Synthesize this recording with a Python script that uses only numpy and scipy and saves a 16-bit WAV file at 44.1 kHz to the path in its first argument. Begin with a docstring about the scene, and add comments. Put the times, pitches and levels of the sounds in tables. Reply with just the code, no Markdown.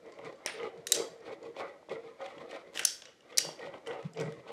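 """In a small bare room with a wooden floor, a hand caulking gun is pumped again and again.
Each squeeze makes the rod stick and slip, which excites resonances of tube, rod, cradle and grip plate.
Now and then steel parts snap: short noise bursts shaped by frame modes, some followed by narrow-band rings.
Soft knocks excite board and tube modes; knocks and snaps are answered by a decaying diffuse room tail.
Shaped noise adds rubbing hiss, floor rumble, one scrape and a quiet background; tiny ticks add grit."""
import sys
import numpy as np
from scipy import signal
from scipy.fft import rfft, irfft, next_fast_len
from scipy.io import wavfile
from scipy.ndimage import uniform_filter1d, map_coordinates

SR = 44100
rng = np.random.default_rng(int(sys.argv[2]) if len(sys.argv) > 2 else 0)


def unload_wav(signal):
    """Save mono or channel-first audio to the path in sys.argv[1] as 16-bit WAV at rate SR, clipped to [-1, 1]."""
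    wavfile.write(
        sys.argv[1],
        SR,
        np.round(np.clip(np.atleast_2d(signal).T, -1, 1) * 32767).astype(np.int16),
    )


N = 199331

# Steel snaps and ticks; the rows at 0.474 and 0.485 s are faint echoes of the hit at 0.46 s from the walls. #
# Each row: start in seconds, relative level in dB, low-band tilt in dB, # high-band tilt in dB, chatter time in
# seconds, loudest ring in Hz, next ring in Hz.
STEEL_SNAPS = [(0.06, -61.5, -8, -10, 0.004, 1780, 3210), (0.121, -54.5, -6, -11, 0.0046, 4520, 2010),
               (0.188, -49.5, 12, -4, 0.0037, 2070, 4150), (0.246, -57, -6, -6, 0.009, 2080, 4520),
               (0.257, -53, 6, 0, 0.004, 3570, 1420), (0.325, -65, -27, -16, 0.0059, 4570, 2190),
               (0.357, -65, -9, -11, 0.0047, 4540, 7360), (0.388, -66, -3, -13, 0.004, 4500, 2090),
               (0.451, -55, 0, -27, 0.0026, 3900, 2300), (0.4609, -23.5, -3, -3, 0.0013, 9190, 5400),
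               (0.4627, -30, 14.5, -16, 0.0022, 1870, 2700), (0.474, -35, 2, -25, 0.0017, 3360, 4110),
               (0.485, -45.5, 4, -14, 0.0085, 2300, 3350), (0.599, -44.5, 17, -22, 0.0083, 2020, 3140),
               (0.63, -42.5, 7.5, -20.5, 0.0073, 2060, 3000), (0.775, -61, -3, -8, 0.0048, 4494, 2100),
               (0.8689, -31.5, -7, 4.5, 0.0055, 6540, 3880), (0.92, -14.5, -13, -2.5, 0.0044, 7470, 3893),
               (0.9458, -31.5, -6, -1, 0.013, 4670, 6100), (0.962, -32.5, -8.5, -8, 0.0042, 6130, 6900),
               (1.205, -62, -7, -17.5, 0.0039, 4730, 5570), (1.428, -58, -5, -19, 0.007, 4510, 7020),
               (1.5638, -48.5, 4, -29, 0.0058, 2250, 3390), (1.598, -58, 10, -11, 0.0044, 2350, 4050),
               (1.8933, -51.5, 2, -17.5, 0.01, 2490, 3350), (2.2139, -53, 3, -14, 0.011, 2190, 3240),
               (2.2606, -44, 6.5, -8, 0.0059, 3340, 2030), (2.379, -52, 3, -21, 0.0083, 2070, 3330),
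               (2.511, -47, 2.5, -7.5, 0.005, 2160, 3650), (2.5425, -50.5, 6, -25, 0.0047, 1300, 3980),
               (2.753, -44, 0, -14, 0.0066, 2080, 5100), (2.759, -40.5, -2, -5, 0.0069, 1960, 3060),
               (2.7737, -31, 2.5, -8, 0.005, 2520, 3420), (2.793, -27.5, -1.5, -1.5, 0.0062, 1580, 2790),
               (2.799, -34.5, 1.5, -9, 0.0045, 1950, 3210), (2.816, -46, 6.5, -15, 0.0038, 1440, 3330),
               (2.827, -40.5, 11, -18, 0.0049, 1480, 4070), (2.834, -40.5, -10, -15, 0.0033, 5490, 2810),
               (2.846, -43, 11, -19.5, 0.004, 6210, 5290), (2.8504, -15.5, -12.5, 0.5, 0.0045, 6160, 5350),
               (2.8684, -41, -10, -3, 0.0015, 5540, 3340), (3.0203, -42.5, 0.5, -18.5, 0.0035, 3370, 5080),
               (3.0542, -46.5, -4.5, -21, 0.0062, 5700, 2950),
               (3.206, -57.5, -2.5, -18, 0.0041, 2860, 3690), (3.3232, -50.5, 3, -28, 0.0095, 2070, 3350),
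               (3.3732, -26, -20.5, -3.5, 0.0051, 5730, 4730),
               (3.382, -14.5, -14.5, -1, 0.0045, 5660, 4720), (3.3875, -28, 5.5, -22, 0.0034, 4760, 2860),
               (3.591, -49.5, 4, -5, 0.0061, 2080, 3030), (3.6646, -51, 7.5, -29.5, 0.0054, 2100, 3170),
               (3.739, -50.5, 18, -4, 0.0045, 2390, 3150), (3.7808, -62, -10, -11, 0.0038, 3060, 3770),
               (3.862, -49, 3, -19, 0.01, 2300, 2000), (3.8703, -44, -1.5, -1.5, 0.011, 3050, 1340),
               (3.909, -44, 15.5, -23, 0.0057, 2750, 3400), (4.026, -54, 2, -8.5, 0.0063, 1300, 2500),
               (4.1342, -51.5, -28, 0, 0.0018, 5080, 7570), (4.146, -61, 4.5, -20, 0.024, 2250, 3000),
               (4.171, -48, -1.5, -30, 0.013, 2330, 4840), (4.191, -42.5, 6.5, -25, 0.003, 2450, 3100),
               (4.1992, -43.5, -4.5, 2, 0.002, 7190, 5000), (4.2115, -41.5, -19, -1, 0.0015, 1300, 7710),
               (4.3227, -47.5, 0.5, -1, 0.0027, 2020, 3480), (4.478, -54.5, 5.5, -12, 0.021, 2990, 2020)]
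# Pulls of the trigger. Each row: time of greatest effort in seconds, build-up in seconds, let-go in seconds,
# effort in dB, then the levels over the effort in dB of tube drone, floor rumble, rod, cradle and hiss.
TRIGGER_PULLS = [(0.071, 0.072, 0.15, -58.5, 11, -9, -4.5, -6, -20),
                 (0.269, 0.14, 0.12, -51, 7.5, -12.5, 0, -9.5, -13),
                 (.49, 0.15, 0.083, -55, -14.5, -9, 1.5, -5, -12),
                 (0.648, 0.12, 0.095, -47, 10, -22, 0.5, -9, -14),
                 (0.779, 0.067, 0.14, -60.5, 14.5, 1, -6, -8, -9.5),
                 (0.991, 0.098, 0.12, -47, 12.5, -17.5, -0.5, -16, -9),
                 (1.129, 0.038, 0.095, -63, 14, 1, -2, -11, -12),
                 (1.3, 0.096, 0.093, -49, 8.5, -18.5, -2.5, -12, -9.5),
                 (1.39, .031, 0.1, -64.5, -9.5, 5, 1.5, -6, -11.5),
                 (1.461, 0.065, 0.1, -59.5, 17.5, -4, -8, 4, -9.5),
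                 (1.613, 0.059, 0.14, -43.5, -1.5, -16, 1, -13, -13.5),
                 (1.918, 0.024, 0.1, -45, 5.5, -8, -1.5, -17.5, -10.5),
                 (2.09, 0.25, 0.1, -60.5, 8, -15, 0.5, -2, -8),
                 (2.229, 0.056, 0.17, -48.5, -0.5, -20.5, 2, -11.5, -9),
                 (2.418, 0.11, 0.07, -54, 10.5, -11, 1, -2.5, -11.5),
                 (2.551, 0.11, 0.1, -46, -6, -30, -4.5, -8, -9),
                 (2.68, 0.041, 0.17, -61.5, 4.5, 0, -5.5, -7, -9),
                 (2.801, 0.1, 0.098, -54, -4, -12, 0.5, -6.5, -8.5),
                 (3.1, 0.16, 0.067, -65.5, 1, -9.5, 1, -8, -5),
                 (3.26, 0.021, 0.16, -66, -0.5, -12, -4, -11.5, -5.5),
                 (3.37, 0.14, 0.28, -54, 1, -11.5, -2.5, -11, -9.5),
                 (3.499, 0.12, 0.047, -55.5, -9.5, 2, 2, -2.5, -10.5),
                 (3.64, 0.068, 0.12, -46, 0, -11, -3.5, -5, -10),
                 (3.743, 0.02, 0.06, -50.5, 0.5, -0.5, -0.5, -5, -11),
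                 (3.91, 0.056, 0.16, -46, 8, -7, 2.5, -11.5, -12),
                 (4.049, 0.03, 0.083, -62.5, 5, 16, 2, -9, -13.5),
                 (4.208, 0.051, 0.16, -45, 8.5, 6.5, -0.5, -19, -10.5),
                 (4.39, 0.072, 0.052, -59, 6.5, 0.5, -7.5, -4, -6.5),
                 (4.501, 0.077, 0.18, -55, 11, -3, 2, -16, -6.5)]
# Main resonances of the cartridge tube. Each row: centre in Hz, width in Hz, relative level in dB.
TUBE_MODES = [(330, 30, -17), (379, 16, -9), (460, 18, 0)]
# Upper resonances of the cartridge tube. Each row: centre in Hz, width in Hz, relative level in dB.
UPPER_TUBE_MODES = [(494.4, 12, -3.5), (517, 16, 0), (545.6, 30, -1.5), (575.3, 7, -2), (635.2, 11, -6.5),
                    (706.5, 43, -11)]


def amp(db):
    """Amplitude ratio of a level in dB: twenty decibels to a factor of ten."""
    return 10 ** (np.asarray(db) / 20)


def unit(x):
    """Normalisation to unit root mean square, so that a gain alone sets the level."""
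    return x / np.sqrt(np.mean(x ** 2) + 1e-20)


def along(points, hz):
    """Linear interpolation of (Hz, value) points on a logarithmic frequency axis."""
    point_hz, value = np.transpose(points)
    return np.interp(np.log(hz + 1), np.log(point_hz + 1), value)


def filtered(x, response):
    """Linear filtering: the spectrum is multiplied by a response, given as a function of frequency in Hz."""
    size = next_fast_len(len(x) + 8192)
    spectrum = rfft(x, size) * response(np.fft.rfftfreq(size, 1 / SR))
    return irfft(spectrum, size)[:len(x)]


def resonant(x, modes):
    """Modal superposition: damped second-order resonances (Hz, width, dB) add with alternating sign."""
    def response(f):
        total = 0
        for k, (centre, width, db) in enumerate(modes):
            damping = 1j * f * width
            total = total + (-1) ** k * amp(db) * damping / (centre ** 2 - f ** 2 + damping)
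        return total
    return filtered(x, response)


def bump(f, hz, width, up_db):
    """Lorentzian line: the gain of a spectral peak falls off with the square of the detuning."""
    return amp(up_db) / (1 + ((f - hz) / width) ** 2)


def coloured(x, spectrum):
    """Spectral shaping of a signal by a (Hz, dB) curve."""
    return filtered(x, lambda hz: amp(along(spectrum, hz)))


def judder(rate_hz, spread_db, smooth):
    """Stick-slip friction: random impulses of scattered size over smooth rubbing noise."""
    chance, size, rub = rng.random(N), rng.standard_normal(N), rng.standard_normal(N)
    slips = (chance < rate_hz / SR) * amp(spread_db * np.clip(size, -2, 2)) * np.sign(rub)
    return unit(slips) + smooth * rub  # smooth: rms of the rub relative to the slips


def patchy(x, patchy_db):
    """Unsteady coupling: the grip shifts, so resonances come and go in random time-frequency patches."""
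    # partial levelling of slow loudness swings: exponent on short-time power, window in s
    levelling, window_s = 0.43, 0.07
    z = signal.stft(x, nperseg=2048)[2]
    field = uniform_filter1d(rng.standard_normal(z.shape), size=5, axis=0)
    field = uniform_filter1d(field, size=3, axis=1)
    x = unit(signal.istft(z * amp(patchy_db * unit(field)), nperseg=2048)[1][:N])
    power = uniform_filter1d(x ** 2, size=int(window_s * SR))
    power = np.abs(uniform_filter1d(power, size=int(window_s * SR / 2)))
    return unit(x / (power + .02) ** (levelling / 2))


def pulls(over_db, steep):
    """Effort envelope: every pull swells to its peak and lets go, and the powers of the pulls add."""
    swing_db = 23  # rise over the build-up and fall over the let-go, at steepness 1
    sudden_start, round_top = 1.235, 1.11  # exponents of build-up and let-go; 1 = a pointed peak
    step = 64  # samples between envelope points
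    s, up, down, effort_db = np.transpose(TRIGGER_PULLS)[:4, :, None]
    late = np.arange(0, N + step, step) / SR - s
    rise, fall = np.abs(late / up) ** sudden_start, np.abs(late / down) ** round_top
    below_db = steep * swing_db * np.where(late < 0, rise, fall)
    power = amp(effort_db + np.reshape(over_db, (-1, 1)) - below_db) ** 2
    return np.interp(np.arange(N) / step, np.arange(late.shape[1]), np.sqrt(power.sum(axis=0)))


def walls(swell_s):
    """Diffuse reverberation: a noise tail swells in, then each frequency decays at its own rate."""
    # Reverberation of the room. Each row: frequency in Hz, time to fall by 60 dB in seconds.
    room_t60 = [(200, 0.99), (1000, 0.59), (3000, 0.36), (6000, 0.35), (10000, 0.31), (15000, 0.4)]
    hz, t, z = signal.stft(rng.standard_normal(SR // 2), SR, nperseg=256)
    lumps_db = 5 * rng.standard_normal(len(t)) * np.exp(-t / 0.026)  # early echoes still come singly
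    decay_db = -60 * t / along(room_t60, hz)[:, None]
    tail = signal.istft(z * amp(lumps_db + decay_db), SR, nperseg=256)[1]
    tail = tail * np.clip(np.arange(len(tail)) / SR / swell_s, 0, 1) ** 3
    return tail / np.linalg.norm(tail)


def air():
    """Stationary random noise: the steady, quiet noise of room and microphone."""
    # Quiet room and microphone noise. Each row: frequency in Hz, relative level in dB per Hz.
    air_spectrum = [(24, -55), (45, -16), (200, -10), (330, -8.5), (450, -8.5), (600, -17), (983, -22.5),
                    (1340, -17), (1630, -18), (1970, -18), (2570, -23), (3690, -23), (6740, -29),
                    (12600, -41), (16400, -78), (22000, -120)]
    return amp(-67) * unit(coloured(rng.standard_normal(N), air_spectrum))


def rumble():
    """Low-frequency random vibration: the floor rumbles in step with the effort."""
    # Rumble of the floor. 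Each row: frequency in Hz, relative level in dB per Hz.
    rumble_spectrum = [(24, -77.5), (60, -56), (100, -20), (135, -3.5), (162, 1), (190, -10.5), (250, -22),
                       (380, -40), (640, -120)]
    rumble_db = np.transpose(TRIGGER_PULLS)[5]
    noise = coloured(rng.standard_normal(N), rumble_spectrum)
    return pulls(rumble_db, steep=0.89) * patchy(noise, patchy_db=9)


def grit():
    """Random damped oscillations: tiny scattered ticks of the rod, louder under effort."""
    ticks_per_s, life_cycles = 50, 2.5  # life: cycles to fall by a factor of e squared
    when, pitch, size = rng.random((int(ticks_per_s * N / SR), 3)).T
    hz, t = 2500 * 3.5 ** pitch[:, None], np.arange(300) / SR
    strength = amp(-4.5 * np.log(size[:, None] + .05))
    envelope = t * hz * np.exp(-2 * t * hz / life_cycles)
    ticks = strength * envelope * np.sin(2 * np.pi * hz * t)
    at = (when[:, None] * N).astype(int) + np.arange(len(t))
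    return pulls(-23, steep=0.4) * np.bincount(at.ravel(), ticks.ravel(), N + len(t))[:N]


def scrape():
    """Dry friction: the released trigger scrapes along the rod, a short gritty rub of steel on steel."""
    # Colour of the scrape. Each row: frequency in Hz, relative level in dB per Hz.
    scrape_spectrum = [(600, -21.5), (1500, -4.5), (3500, -4.5), (8000, -10), (15000, -25.5), (22000, -120)]
    centre_s, half_s = 2.79, 0.048  # half_s: from the centre to a fall by a factor of e
    u = (np.arange(N) / SR - centre_s) / half_s
    rub = unit(coloured(judder(rate_hz=250, spread_db=0, smooth=.35), scrape_spectrum))
    return amp(-50) * np.exp(-u ** 4) * rub


def knocks():
    """Impact excitation: soft low-passed blows of the nozzle ring the modes of board and tube."""
    # Dull knocks of the nozzle on the boards. Each row: start in seconds, relative level in dB.
    nozzle_knocks = [(.058, -42), (.08, -44), (.192, -35), (0.404, -44.5), (0.46, -25.5), (.604, -43.5),
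                     (.769, -44), (.92, -35), (0.967, -42.5), (1.002, -30), (1.082, -50), (1.128, -54),
                     (1.224, -48), (1.308, -34), (1.44, -38), (1.462, -44), (1.566, -31.5), (1.597, -29.5),
                     (1.61, -31.5), (1.828, -44.5), (1.887, -36), (1.923, -47), (2.205, -32),
                     (2.529, -32.5), (2.731, -47), (2.758, -34.5), (2.8, -38.5), (2.815, -37.5),
                     (2.852, -45), (3.023, -48.5), (3.231, -50.5), (3.325, -41), (3.45, -31),
                     (3.489, -28.5), (3.609, -34), (3.671, -30.5), (3.741, -32.5), (3.872, -34.5),
                     (3.897, -49.5), (4.172, -34.5), (4.395, -46), (4.467, -39)]
    # Resonances of the floor board. Each row: centre in Hz, width in Hz, relative level in dB.
    board_modes = [(260, 52, -4.5), (368, 300, 4.5), (615, 59, 12.5), (883, 190, 5), (1219, 270, -3.5)]
    blows = np.zeros(N + SR)
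    for s, db in nozzle_knocks:
        start, answer = round(s * SR), walls(swell_s=0.019)
        blows[start:][:len(answer)] += amp(db + 17) * answer
        blows[start] += amp(db + 25.5)
    blows = filtered(blows[:N], lambda f: 1 / (1 + 1j * f / 1300) ** 2)  # a plastic tip gives way
    # a small tip moves little air in the bass
    blows = filtered(blows, lambda f: (1j * f / 170 / (1 + 1j * f / 170)) ** 2)
    return resonant(blows, board_modes) + 0.59 * resonant(blows, TUBE_MODES + UPPER_TUBE_MODES)


def rings():
    """Beating of close modes: each cluster is a rough narrow noise band that swells, then decays."""
    # The catch plate after a snap. Each row: centre in Hz, width in Hz, level relative to the snap in dB.
    catch_modes = [(3282, 230, -30), (4670, 200, -25.5), (5400, 170, -30.5), (6330, 1100, -30.5),
                   (7900, 1500, -28)]
    # One clink on another steel part. 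Each row: centre in Hz, width in Hz, level in dB.
    clink_modes = [(9240, 350, -45), (8600, 350, -51), (5000, 600, -48.5), (3510, 1200, -43),
                   (2050, 640, -42.5)]
    clink_s, clink_dies = .461, 0.78  # start in s; decay time relative to the catch plate
    ref_hz, ref_t60 = 5013, 0.39  # a catch-plate ring at this pitch falls by 60 dB in this time (s)
    waver_db = 3  # close modes beat, so a ring comes in lumps
    out, t = np.zeros(N + SR), np.arange(SR // 2) / SR
    blows = [(s, db, catch_modes, best_hz) for s, db, *_, best_hz, _ in STEEL_SNAPS
             if db > -40 and abs(s - clink_s) > .03]  # only the stronger snaps ring
    blows.append((clink_s, 0, clink_modes, None))
    for s, blow_db, modes, best_hz in blows:
        for hz, width, db in modes:
            t60 = ref_t60 * np.sqrt(ref_hz / hz)  # higher modes die sooner
            near_db = 0
            if best_hz:
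                near_db = 4 - 16 * min(abs(np.log2(hz / best_hz)), .45)  # modes near the struck ring get most
            else:
                t60 = t60 * clink_dies
            band = unit(filtered(rng.standard_normal(len(t)), lambda f: bump(f, hz, width, 0)))
            waver = amp(waver_db * unit(uniform_filter1d(rng.standard_normal(len(t)), size=500)))
            swell = 1 - np.exp(-t / 0.02)  # rises with the first echoes
            decay = amp(blow_db + db + near_db - 60 * t / t60)
            out[round(s * SR):][:len(t)] += decay * swell * band * waver
    return out[:N]


def snaps():
    """Impact of hard bodies: a contact chatters for some ms, coloured by frame modes, and fills the room."""
    # The steel frame colours every contact. Each row: centre in Hz, width in Hz, relative level in dB.
    frame_modes = [(1840, 130, 0.5), (2890, 250, 4.5), (3830, 240, 1), (4840, 110, 1.5), (5667, 310, 4),
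                   (6300, 250, -2.5), (7350, 660, -2.5), (8510, 240, -2.5), (10460, 380, 0),
                   (13000, 400, 0.5)]
    room_db, room_loss = -10.5, 0.13  # room at a 0 dB snap; sharp loud snaps aim more at the microphone (dB/dB)
    treble_per_db = 0.37  # top treble level per dB of snap level
    favour_db, favour_width_hz = 2.5, 95  # the two rings a blow finds best
    between = 0.26  # gain between rings
    soft_rise_s, softer_per_db = 0.00012, 0.2459  # rise of a 0 dB snap; weak ones start more gently (dB/dB)
    room_dull_hz = 11700  # the walls swallow the treble above this
    out, t = np.zeros(N + 2 * SR), np.arange(SR // 8) / SR
    for s, db, low_db, high_db, chatter_s, *best_hz in STEEL_SNAPS:
        top_db = high_db + treble_per_db * db
        slope = [(100, low_db - 45), (400, low_db - 18.5), (1000, low_db - 9.5), (1400, low_db + 6.0),
                 (3000, low_db + 5.5), (4200, 0.02), (7500, 0.24 * high_db), (9500, high_db),
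                 (13000, top_db - 2), (16000, top_db - 15.5)]
        struck_db = 2.5 * rng.standard_normal(len(frame_modes))  # each blow finds the modes differently

        def broad(f):
            frame = sum(bump(f, hz, w, level + d - 11) for (hz, w, level), d in zip(frame_modes, struck_db))
            favoured = sum(bump(f, hz, favour_width_hz, favour_db) for hz in best_hz)
            return amp(along(slope, f)) * (between + frame + favoured)

        noise, long_s = rng.standard_normal((2, len(t))), max(chatter_s, .0005)
        rise = 1 - np.exp(-(t / (soft_rise_s * amp(-softer_per_db * db))) ** 2)
        shape = np.exp(-(t / long_s) ** 1.8) + 0.28 * np.exp(-t / 0.0079)
        shaped = filtered(noise[0], broad) * shape
        level = np.linalg.norm(shape) / np.linalg.norm(shaped)  # the filter leaves the strength alone
        hit = level * shaped
        touch = filtered(noise[1], lambda f: bump(f, 12000, 2500, top_db + 3))
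        touch = touch * amp(-60 * t / .016)  # the first touch is brightest
        echo = filtered(walls(swell_s=0.018), lambda f: broad(f) / (1 + (f / room_dull_hz) ** 4))
        wet_gain = amp(room_db - room_loss * db) * np.sqrt(long_s * SR)
        wet = wet_gain * echo * np.std(level * noise[0])
        start = round(s * SR)
        out[start:][:len(t)] += amp(db - 1.5) * rise * (hit + touch)
        out[start:][:len(wet)] += amp(db - 2.5) * wet
    return out[:N]


def hiss():
    """Broadband friction noise: dense small slips hiss with the effort, and the level flickers."""
    # Rubbing hiss. Each row: frequency in Hz, relative level in dB per Hz.
    hiss_spectrum = [(1470, -30), (2500, 4), (2670, -8.5), (3410, -1.5), (4490, -7), (5690, -15.5),
                     (8690, -21.5), (12500, -34), (16200, -63.5), (22000, -120)]
    flicker_per_s, flicker_db = 39, 4.5  # random levels per second, their spread
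    hiss_db = np.transpose(TRIGGER_PULLS)[8]
    levels = rng.standard_normal(int(N * flicker_per_s / SR) + 4)
    flicker = map_coordinates(levels, [np.arange(N) * flicker_per_s / SR])
    rub = unit(coloured(judder(rate_hz=850, spread_db=3.5, smooth=0.82), hiss_spectrum))
    return pulls(hiss_db, steep=1) * amp(flicker_db * flicker) * rub


def squeeze():
    """Friction-driven resonance: the rod slips through the grip plate and shakes tube, cradle and plate."""
    # The rod under friction. Each row: centre in Hz, width in Hz, relative level in dB.
    rod_modes = [(769, 54, 6), (985, 66, 1), (1020, 60, 4.5), (1180, 73, 1), (1255, 40, 4), (1383, 60, 0),
                 (1517, 150, -6)]
    # The cartridge cradle. Each row: centre in Hz, width in Hz, relative level in dB.
    cradle_modes = [(352, 57, 1), (237, 6.6, -12.5)]
    # The squealing grip plate. Each row: centre in Hz, width in Hz, relative level in dB.
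    plate_modes = [(1938, 180, 0.5), (2335, 190, -6)]
    drone_db, _, rod_db, cradle_db, _ = np.transpose(TRIGGER_PULLS)[4:]
    upper_db = 1.8 + 0.18 * (drone_db - drone_db.mean())  # upper modes take on part of the drone's strength
    slips = judder(rate_hz=200, spread_db=2.5, smooth=0.88)  # the walls blur most slips into a smooth rub
    slips = filtered(slips, lambda f: 1 / (1 + 1j * f / 2800) ** 2)  # paste damps the sharp edge of each slip
    # each part: level over the effort in dB, steepness of swell, modes
    parts = [(drone_db, 0.84, TUBE_MODES), (upper_db, 0.67, UPPER_TUBE_MODES), (rod_db, 0.85, rod_modes),
             (cradle_db, 0.47, cradle_modes), (-5, 0.86, plate_modes)]
    return sum(pulls(over_db, steep) * patchy(resonant(slips, modes), patchy_db=4.5)
               for over_db, steep, modes in parts)


def scene():
    """Superposition: the pressures of all sources add at one microphone."""
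    background = air() + rumble() + grit() + scrape()
    impacts = knocks() + rings() + snaps()
    return (background + impacts + hiss() + squeeze())[None]


def record(dry):
    """Band limitation: the microphone drops the deep bass, and nothing is kept above the top frequency."""
    top_hz, bass_hz = 16800, 35

    def response(hz):
        treble = np.clip((top_hz - hz) / 700, 0, 1) ** 2
        return treble * hz ** 2 / (hz ** 2 + bass_hz ** 2)
    return filtered(dry[0], response)[None]


dry = scene()
out = record(dry)
unload_wav(out)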